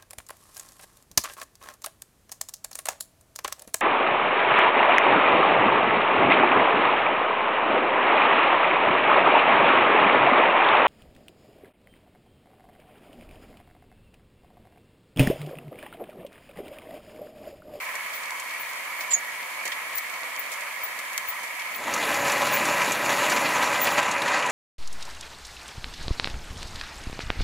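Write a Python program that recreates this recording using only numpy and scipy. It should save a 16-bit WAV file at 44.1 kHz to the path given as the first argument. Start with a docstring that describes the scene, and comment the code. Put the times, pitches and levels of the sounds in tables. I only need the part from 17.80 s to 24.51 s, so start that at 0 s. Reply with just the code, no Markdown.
"""A hand mill grinds coffee beans inside a tent, first heard from afar by a pair of microphones,
then close by through one. The burrs' crushing force is noise in bands, passed through the mill's resonances:
a rumbling body, rattling grit above it, and short bursts where beans crack.
The crank's axle squeaks very high as a wavering tone; one lower, louder squeal is two beating tones."""
import sys
import numpy as np
from scipy import signal
from scipy.fft import rfft, irfft
from scipy.io import wavfile

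SR = 44100
rng = np.random.default_rng(int(sys.argv[2]) if len(sys.argv) > 2 else 0)


def amplitude_ratio(level_db):
    """Convert a level in decibels to the matching linear amplitude (field) ratio."""
    exponent = np.asarray(level_db, float) / 20
    return 10 ** exponent


def materialize(psi):
    """Save the field psi as 16-bit PCM at rate SR to the path in sys.argv[1].

    A 1-D psi becomes a single channel; in a 2-D psi each row is a channel.
    """
    bounded = np.clip(np.atleast_2d(psi).T, -1, 1)
    quanta = np.round(bounded * 32767).astype(np.int16)
    wavfile.write(sys.argv[1], SR, quanta)


N = 295911
MICS_CHANGE_S = 4.0   # cracks before this are heard from afar, those after it close by


def rms_one(x):
    """Scales a signal to an rms of 1."""
    return x / np.sqrt(np.mean(x ** 2) + 1e-20)


def in_time(rows):
    """Draws straight lines between rows of (time [s], value, ..): one curve for each value column."""
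    s, *columns = np.transpose(rows)
    return [np.interp(np.arange(N) / SR, s, c) for c in columns]


def at_hz(points, hz, axis=1):
    """Reads a column of a table of (frequency [Hz], level [dB], ..) along log frequency."""
    points = np.array(points)
    return np.interp(np.log(hz), np.log(points[:, 0]), points[:, axis])


def drift(rate_hz):
    """Slow chance: noise at every 20th sample through a double one-pole low-pass; spread 1."""
    r = np.exp(-2 * np.pi * rate_hz * 20 / SR)
    noise = rng.standard_normal(N // 20 + 2002)
    slow = signal.lfilter([1], [1, -2 * r, r * r], noise)[2000:]   # settled part only
    return np.interp(np.arange(N) / 20, np.arange(len(slow)), rms_one(slow))


def shaped(x, db_at, size=8192):
    """Causal (minimum-phase) filter with the response db_at(Hz)."""
    hz = np.maximum(np.arange(size // 2 + 1) * SR / size, 1)
    cepstrum = irfft(np.log(amplitude_ratio(db_at(hz))))
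    cepstrum[1:size // 2] *= 2
    cepstrum[size // 2 + 1:] = 0
    impulse = irfft(np.exp(rfft(cepstrum)))
    return signal.fftconvolve(x, impulse)[:N]


def band(x, low_hz, high_hz):
    """Band-pass filter."""
    return signal.sosfilt(signal.butter(3, [low_hz, high_hz], "band", fs=SR, output="sos"), x)


def stick_slip(rows, throb_db, waver_hz):
    """A rubbed metal part sings one tone whose strength throbs and whose pitch wavers."""
    level_db, hz = in_time(rows)
    t = np.arange(N) / SR
    sounding = (t > rows[0][0]) & (t < rows[-1][0])
    throb = rms_one(amplitude_ratio(throb_db * drift(90)))
    phase = 2 * np.pi * np.cumsum(hz + waver_hz * drift(160)) / SR
    return sounding * np.sqrt(2) * amplitude_ratio(level_db) * throb * np.sin(phase)


# axle squeaks, afar and close by:
# (time of full strength [s], level then [dB], length [s], sag over that length [dB])
SQUEAK_ROWS = [(.02, -45, .03, 3), (.1, -49, .01, 2), (.244, -46, .006, 3), (.342, -35, .064, 14),
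               (.8, -39, .03, 6), (.896, -40, .008, 3), (1.192, -38, .048, 7), (2.158, -26.5, .018, 1.5),
               (2.595, -29, .01, 3), (3.038, -26, .04, 20), (3.488, -23, .02, 12), (3.545, -50, .01, 2),
               (3.945, -39, .022, -2), (4.724, -33, 0.045, -3), (6.018, -25.5, 0.017, -1),
               (6.124, -37, .015, 9)]


def squeaks():
    """The dry axle sings: each squeak swells quickly, sags while it lasts and dies away into silence."""
    pitch_hz, rise_db_per_s, fall_db_per_s = 14750, 1500, 800
    t = np.arange(0, N / SR + .01, .002)
    each = []
    for s, db, length, sag_db in SQUEAK_ROWS:
        swell = rise_db_per_s * np.maximum(s - t, 0)
        sag = sag_db * np.clip((t - s) / length, 0, 1)
        fall = fall_db_per_s * np.maximum(t - s - length, 0)
        each.append(db - swell - sag - fall)
    rows = np.transpose([t, np.max(each, axis=0), pitch_hz + 0 * t])
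    return stick_slip(rows, throb_db=4, waver_hz=45)


# the lower tone of the one squeal, heard from afar: (time [s], level [dB], pitch [Hz])
SQUEAL_ROWS = [(1.302, -57, 7050), (1.307, -31, 7050), (1.321, -26.5, 7400), (1.327, -32, 7200),
               (1.336, -15, 6970), (1.345, -16.5, 6760), (1.359, -28, 6720), (1.375, -41, 6660),
               (1.395, -45, 6770)]


def squeal():
    """Two neighbouring tones beat against each other, in a rasp of noise, with a weak octave."""
    upper_rows = [(s, level_db - 9, hz + 210) for s, level_db, hz in SQUEAL_ROWS]
    lower = stick_slip(SQUEAL_ROWS, throb_db=4, waver_hz=70.7)
    upper = stick_slip(upper_rows, throb_db=1, waver_hz=68.8)
    tone = lower + upper
    level = amplitude_ratio(in_time(SQUEAL_ROWS)[0])
    noise = rms_one(band(rng.standard_normal(N), 5900, 6700))
    rasp = amplitude_ratio(-18) * level * (tone != 0) * noise
    octave = amplitude_ratio(-12) * band(tone ** 2, 12000, 16000)   # squaring doubles the pitch
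    return tone + rasp + octave


# beans cracking, afar and then close by: (time [s], peak level [dB], brightest at [Hz],
# narrowness [dB per octave], time to fall by 60 dB [s])
CRACK_ROWS = [(0.153, -26, 8000, 4, 0.024), (.33, -35, 5000, 7, 0.078), (0.597, -23, 7840, 15, 0.031),
              (1.205, -29, 6000, 4, 0.065), (1.305, -27, 4500, 5, 0.12), (1.852, -25, 7000, 1.5, 0.06),
              (1.878, -26, 7000, 2.5, .025), (1.917, -15, 2850, 10, 0.059), (2.1815, -20, 8000, 7, 0.023),
              (2.712, -30, 9000, 4.5, .11), (2.8065, -35, 7000, 4.5, .04), (3.188, -30.5, 9000, 1.5, .043),
              (3.33, -33, 9000, 5, .036), (3.3771, -13, 8000, 3, .018), (3.63, -36, 10000, 3, 0.069),
              (3.795, -34, 5000, 3, 0.058), (4.136, -13.5, 7200, 18, 0.049), (4.3412, -19, 6810, 17, .041),
              (4.4499, -15, 3140, 12, .045), (4.4968, -18, 4590, 8, .041), (4.5178, -12, 6860, 21, .033),
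              (4.6145, -15, 3440, 9, .039), (4.6669, -18, 3310, 3, .045), (4.7323, -23, 6970, 5, 0.065),
              (4.852, -17, 6420, 11, 0.038), (5.0131, -17, 3390, 10.5, 0.063),
              (5.078, -31, 4260, 10, 0.027), (5.1184, -13.5, 6980, 15, .05), (5.2526, -23, 6810, 13, 0.063),
              (5.429, -17, 3580, 9, 0.039), (5.495, -13.5, 7200, 21, 0.072), (5.52, -16.5, 3820, 4, 0.069),
              (5.6557, -20, 3340, 9, .065), (5.8217, -22, 3350, -1, 0.08), (5.9335, -23, 7330, 11, 0.031),
              (6.0413, -22, 6890, 17, 0.051), (6.069, -12.5, 3340, 1, 0.035), (6.177, -22, 3070, 1, 0.049),
              (6.189, -24, 3420, 1, 0.028), (6.2259, -20, 3390, 3, 0.05), (6.3125, -15.5, 7160, 15, 0.034),
              (6.4183, -12, 3760, 7, 0.029), (6.4783, -19, 3840, 7, .052), (6.6225, -17, 3000, 7, .045),
              (6.661, -21, 6700, 9.5, .03), (6.6968, -14.5, 7200, 19, 0.03)]


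def cracks(near, hz):
    """Envelope of the cracking beans in the band at hz: long crunches swell in, short snaps start almost at once."""
    steeper_above = 7.5   # dB per octave: falls off faster above the brightest pitch than below
    band_under_peak_db = 16   # the brightest band's rms lies this far under a crack's peak
    out, t = np.zeros(N), np.arange(int(.15 * SR)) / SR
    for s, peak_db, top_hz, narrow_db, t60 in CRACK_ROWS:
        if (s > MICS_CHANGE_S) != near:
            continue
        octaves = np.log2(hz / top_hz)
        slope = max(narrow_db + steeper_above * (octaves > 0), 0)
        level_db = peak_db - band_under_peak_db - slope * abs(octaves)
        rise = 0.73 * t60 ** 2
        shape = np.minimum(t / rise, 1) * amplitude_ratio(-60 * np.maximum(t - rise, 0) / t60)
        start = int(s * SR)
        out[start:start + len(t)] += amplitude_ratio(level_db) * shape[:N - start]
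    return out


# resonances of the mill: (centre [Hz], width [Hz], lift from afar [dB], lift close by [dB])
RESONANCES = [(64.6, 8.6, 10, -2), (132.6, 23, -7, 6), (320, 81, 4, 3), (573, 70, 1.5, 9.5),
              (821, 56, -9, 5), (990.4, 44, 5, 8.5), (1293, 113, 3, 6), (1486, 120, -1.5, 1),
              (1570, 44, 3, 6.5), (1710, 110, 8.5, 5), (1917, 80, 11, 7.5), (2048, 21, 4, 12),
              (2094, 84, 5.5, -3.5), (2241, 182, 11.5, 0), (2404, 40, 5, 4.5), (3120, 82, 8.5, -7.5),
              (3450, 250, 3, -1.5), (4440, 170, 5, 3), (6980, 1300, 3.5, 8.5), (8840, 1100, 2, -3.5),
              (9800, 300, 7, 4), (10140, 400, 1, 8), (10850, 250, 2, -6), (11430, 1100, 7.5, 7),
              (13200, 950, 6.5, 9.5)]
# broad colour under the resonances: (frequency [Hz], level from afar [dB], level close by [dB])
BROAD_COLOUR = [(60.6, -45, -20.5), (117, -21.5, -14), (263, -17, -5), (394, -17, -7.5), (509, -7.5, -5),
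                (1056, 2.5, 1.5), (1520, -5.5, -5.5), (2400, -3, -0.5), (3150, -8, -6), (5030, -12, -14),
                (8000, -13.5, -18), (10700, -17.5, -25.5), (13400, -22, -30.5), (16000, -18.5, -29)]


def mill_db(hz, near):
    """The mill's response: broad colour plus a rounded hump for each resonance."""
    humps = sum(row[2 + near] / (1 + (2 * (hz - row[0]) / row[1]) ** 2) for row in RESONANCES)
    return at_hz(BROAD_COLOUR, hz, axis=1 + near) + humps


def crushing(per_s, spread_db, clump_db, share):
    """Force on the burrs: smooth rubbing plus a share of clumped tiny fractures of uneven size; rms 1."""
    born = rng.random(N) < per_s / SR
    sizes = amplitude_ratio(spread_db * np.minimum(rng.exponential(1, N), 4)) * born
    fractures = signal.lfilter([1], [1, -np.exp(-1 / (0.0012 * SR))], sizes)   # each dies within a few ms
    clumps = amplitude_ratio(clump_db * drift(20))
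    return rms_one(1 + share * rms_one(fractures) * clumps)


# bands of the crushing force, one row of band edges [Hz] for each layer:
# rumble, body, grit, burr ring, finest grit
LAYER_EDGES_HZ = [
    [15, 400],
    [400, 750, 1450, 2100, 2900],
    [2900, 4000, 5500, 6300, 7600, 8800],
    [8800, 10700],
    [10700, 12300, 14000, 17000],
]


def grinding(near, envelopes, patchy_db, patch_rate_hz):
    """Noise under five envelopes, each band swelling a little on its own, plus cracks, through the resonances."""
    def colour(hz):
        """The mill's response at this distance."""
        return mill_db(hz, near)

    def passed(low_hz, high_hz):
        """Rms that the colour lets through from unit noise in this range."""
        return np.sqrt(np.sum(amplitude_ratio(2 * colour(np.arange(low_hz, high_hz)))) / (SR / 2))

    force = 0
    for edges, envelope, depth_db in zip(LAYER_EDGES_HZ, envelopes, patchy_db):
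        for low_hz, high_hz in zip(edges, edges[1:]):
            patches = rms_one(amplitude_ratio(depth_db * drift(patch_rate_hz)))
            steady = envelope * patches / passed(edges[0], edges[-1])
            sudden = cracks(near, np.sqrt(low_hz * high_hz)) / passed(low_hz, high_hz)
            force = force + band(rng.standard_normal(N) * (steady + sudden), low_hz, high_hz)
    return shaped(force, colour)


# far pair, side against mid: (frequency [Hz], level [dB])
FAR_SIDE = [(60, -15), (110, -23), (200, -20), (380, -16.5), (700, -9), (1290, -5), (2380, -3.5),
            (4400, 1.5), (8120, -1), (15000, 1)]
# far pair, left over right: (frequency [Hz], level [dB])
FAR_BALANCE = [(60, 3), (110, -2), (200, 0), (380, 1), (700, -1.5), (1290, -1), (2380, -2), (4400, 1.5),
               (8120, -3.5), (15000, 5)]


def mill_far():
    """Even grinding; mid and side share the crushing but not the waveform: the tent scatters the sound."""
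    body = amplitude_ratio(-35) * crushing(600, spread_db=1.5, clump_db=5, share=0.13)
    grit = amplitude_ratio(-47) * crushing(170, spread_db=8, clump_db=7.5, share=0.14)
    rumble = body * amplitude_ratio(-27.5)   # little rumble carries that far
    # up here mostly the steady hiss of the microphones
    ring, fine = amplitude_ratio(-53), amplitude_ratio(-50)
    envelopes = [rumble, body, grit, ring, fine]
    mid, side = [grinding(0, envelopes, patchy_db=(0.58, 0.96, 0.7, .4, .4), patch_rate_hz=9.7)
                 for _ in range(2)]
    side = shaped(side, lambda hz: at_hz(FAR_SIDE, hz))
    left = shaped(mid + side, lambda hz: at_hz(FAR_BALANCE, hz) / 2)
    right = shaped(mid - side, lambda hz: -at_hz(FAR_BALANCE, hz) / 2)
    return np.array([left, right])


# a whole bean catches in the burrs, close by: (time [s], lift [dB], build-up [s], release [s])
CATCH_ROWS = [(4.52, 2.5, 0.11, 0.041), (4.74, 1, .03, .04), (4.88, 3.5, 0.023, 0.038),
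              (5.03, 3, 0.1, 0.0082), (5.33, 3.5, .08, 0.022), (5.52, 3, 0.027, 0.035),
              (5.76, 4, .03, .025), (5.826, 3.5, 0.061, .05), (6.19, 8, 0.024, 0.017),
              (6.56, 3.5, 0.15, 0.091)]


def catches():
    """Extra load in dB: it builds up until the bean gives way, then falls back."""
    t = np.arange(N) / SR
    return sum(np.interp(t, [s - build, s, s + release], [0, lift_db, 0])
               for s, lift_db, build, release in CATCH_ROWS)


# the hand at the crank, close by: (time [s], load on the burrs as body level [dB],
# change from loss of speed [dB])
HAND = [(3.9, -51, 0), (4.0, -35, -1), (4.09, -29, 0), (4.28, -24, 0), (4.4, -25, 0.5), (4.62, -23.5, -0.5),
        (4.92, -24, 0), (5.08, -24, 0), (5.22, -25, -0.5), (5.4, -23, -0.5), (5.6, -23.5, -1),
        (5.9, -24, -2.5), (6.1, -24, -0.5), (6.26, -24.5, -7), (6.36, -25, -7.5), (6.5, -24.5, -7),
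        (6.71, -25.5, -10)]


def mill_near():
    """Load and speed of the hand drive each layer; close by, the fractures stand out more than from afar."""
    load_db, slower_db = in_time(HAND)
    caught_db = catches()

    def layer(under_body_db, speed_share, catch_share):
        """Envelope that takes a share of the speed loss and of the catches."""
        return amplitude_ratio(load_db + under_body_db + speed_share * slower_db + catch_share * caught_db)

    rumble = layer(-14, 0.5, .2)
    body = layer(0, 0, 1)
    grit = layer(-10, 0.31, 0.89)
    ring = layer(-19, 0.7, .2)
    fine = layer(-18.5, 1.4, .2)
    force = crushing(300, spread_db=0.5, clump_db=5, share=0.93)
    # the exponents set how strongly each layer follows the fractures, the grit most of all
    steady = [rumble, body * force ** 0.31, grit * force ** 0.5, ring * force ** 0.098, fine * force ** 0.15]
    started = np.arange(N) > HAND[0][0] * SR
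    return grinding(1, started * steady, patchy_db=(0.96, 1.1, 1.9, 0.99, 1), patch_rate_hz=17.5)


# the far microphones fade out: (time [s], gain [factor])
FAR_FADE = [(3.93, 1), (4.0, .72), (4.1, .33), (4.18, 0)]


def scene():
    """The far pair hears mill, squeal and axle until it fades; the close microphone feeds both sides alike."""
    fade, = in_time(FAR_FADE)
    axle = squeaks()
    left_over_right_db = 7.5
    pan = amplitude_ratio(np.array([[1], [-1]]) * left_over_right_db / 2)
    pan = pan / np.mean(pan)
    axle_far = pan * [axle, np.roll(axle, shift=1)]   # it reaches the right microphone a sample late
    squeal_far = np.array([squeal(), squeal() * amplitude_ratio(4)])   # the two microphones hear it unlike
    far = fade * (mill_far() + squeal_far)
    return far + np.where(fade > 0, axle_far, axle) + mill_near()


def top_cut(x):
    """Nothing passes above the cut-off."""
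    return signal.sosfilt(signal.butter(12, 16650, fs=SR, output="sos"), x)


def record(dry):
    """The microphones lose the deep bass, and the top is cut steeply."""
    thin = signal.sosfilt(signal.butter(2, 55, "high", fs=SR, output="sos"), dry)
    cut = signal.sosfilt(signal.ellip(10, .5, 60, 15650, fs=SR, output="sos"), thin)
    return top_cut(cut)


dry = scene()
out = record(dry)
materialize(out)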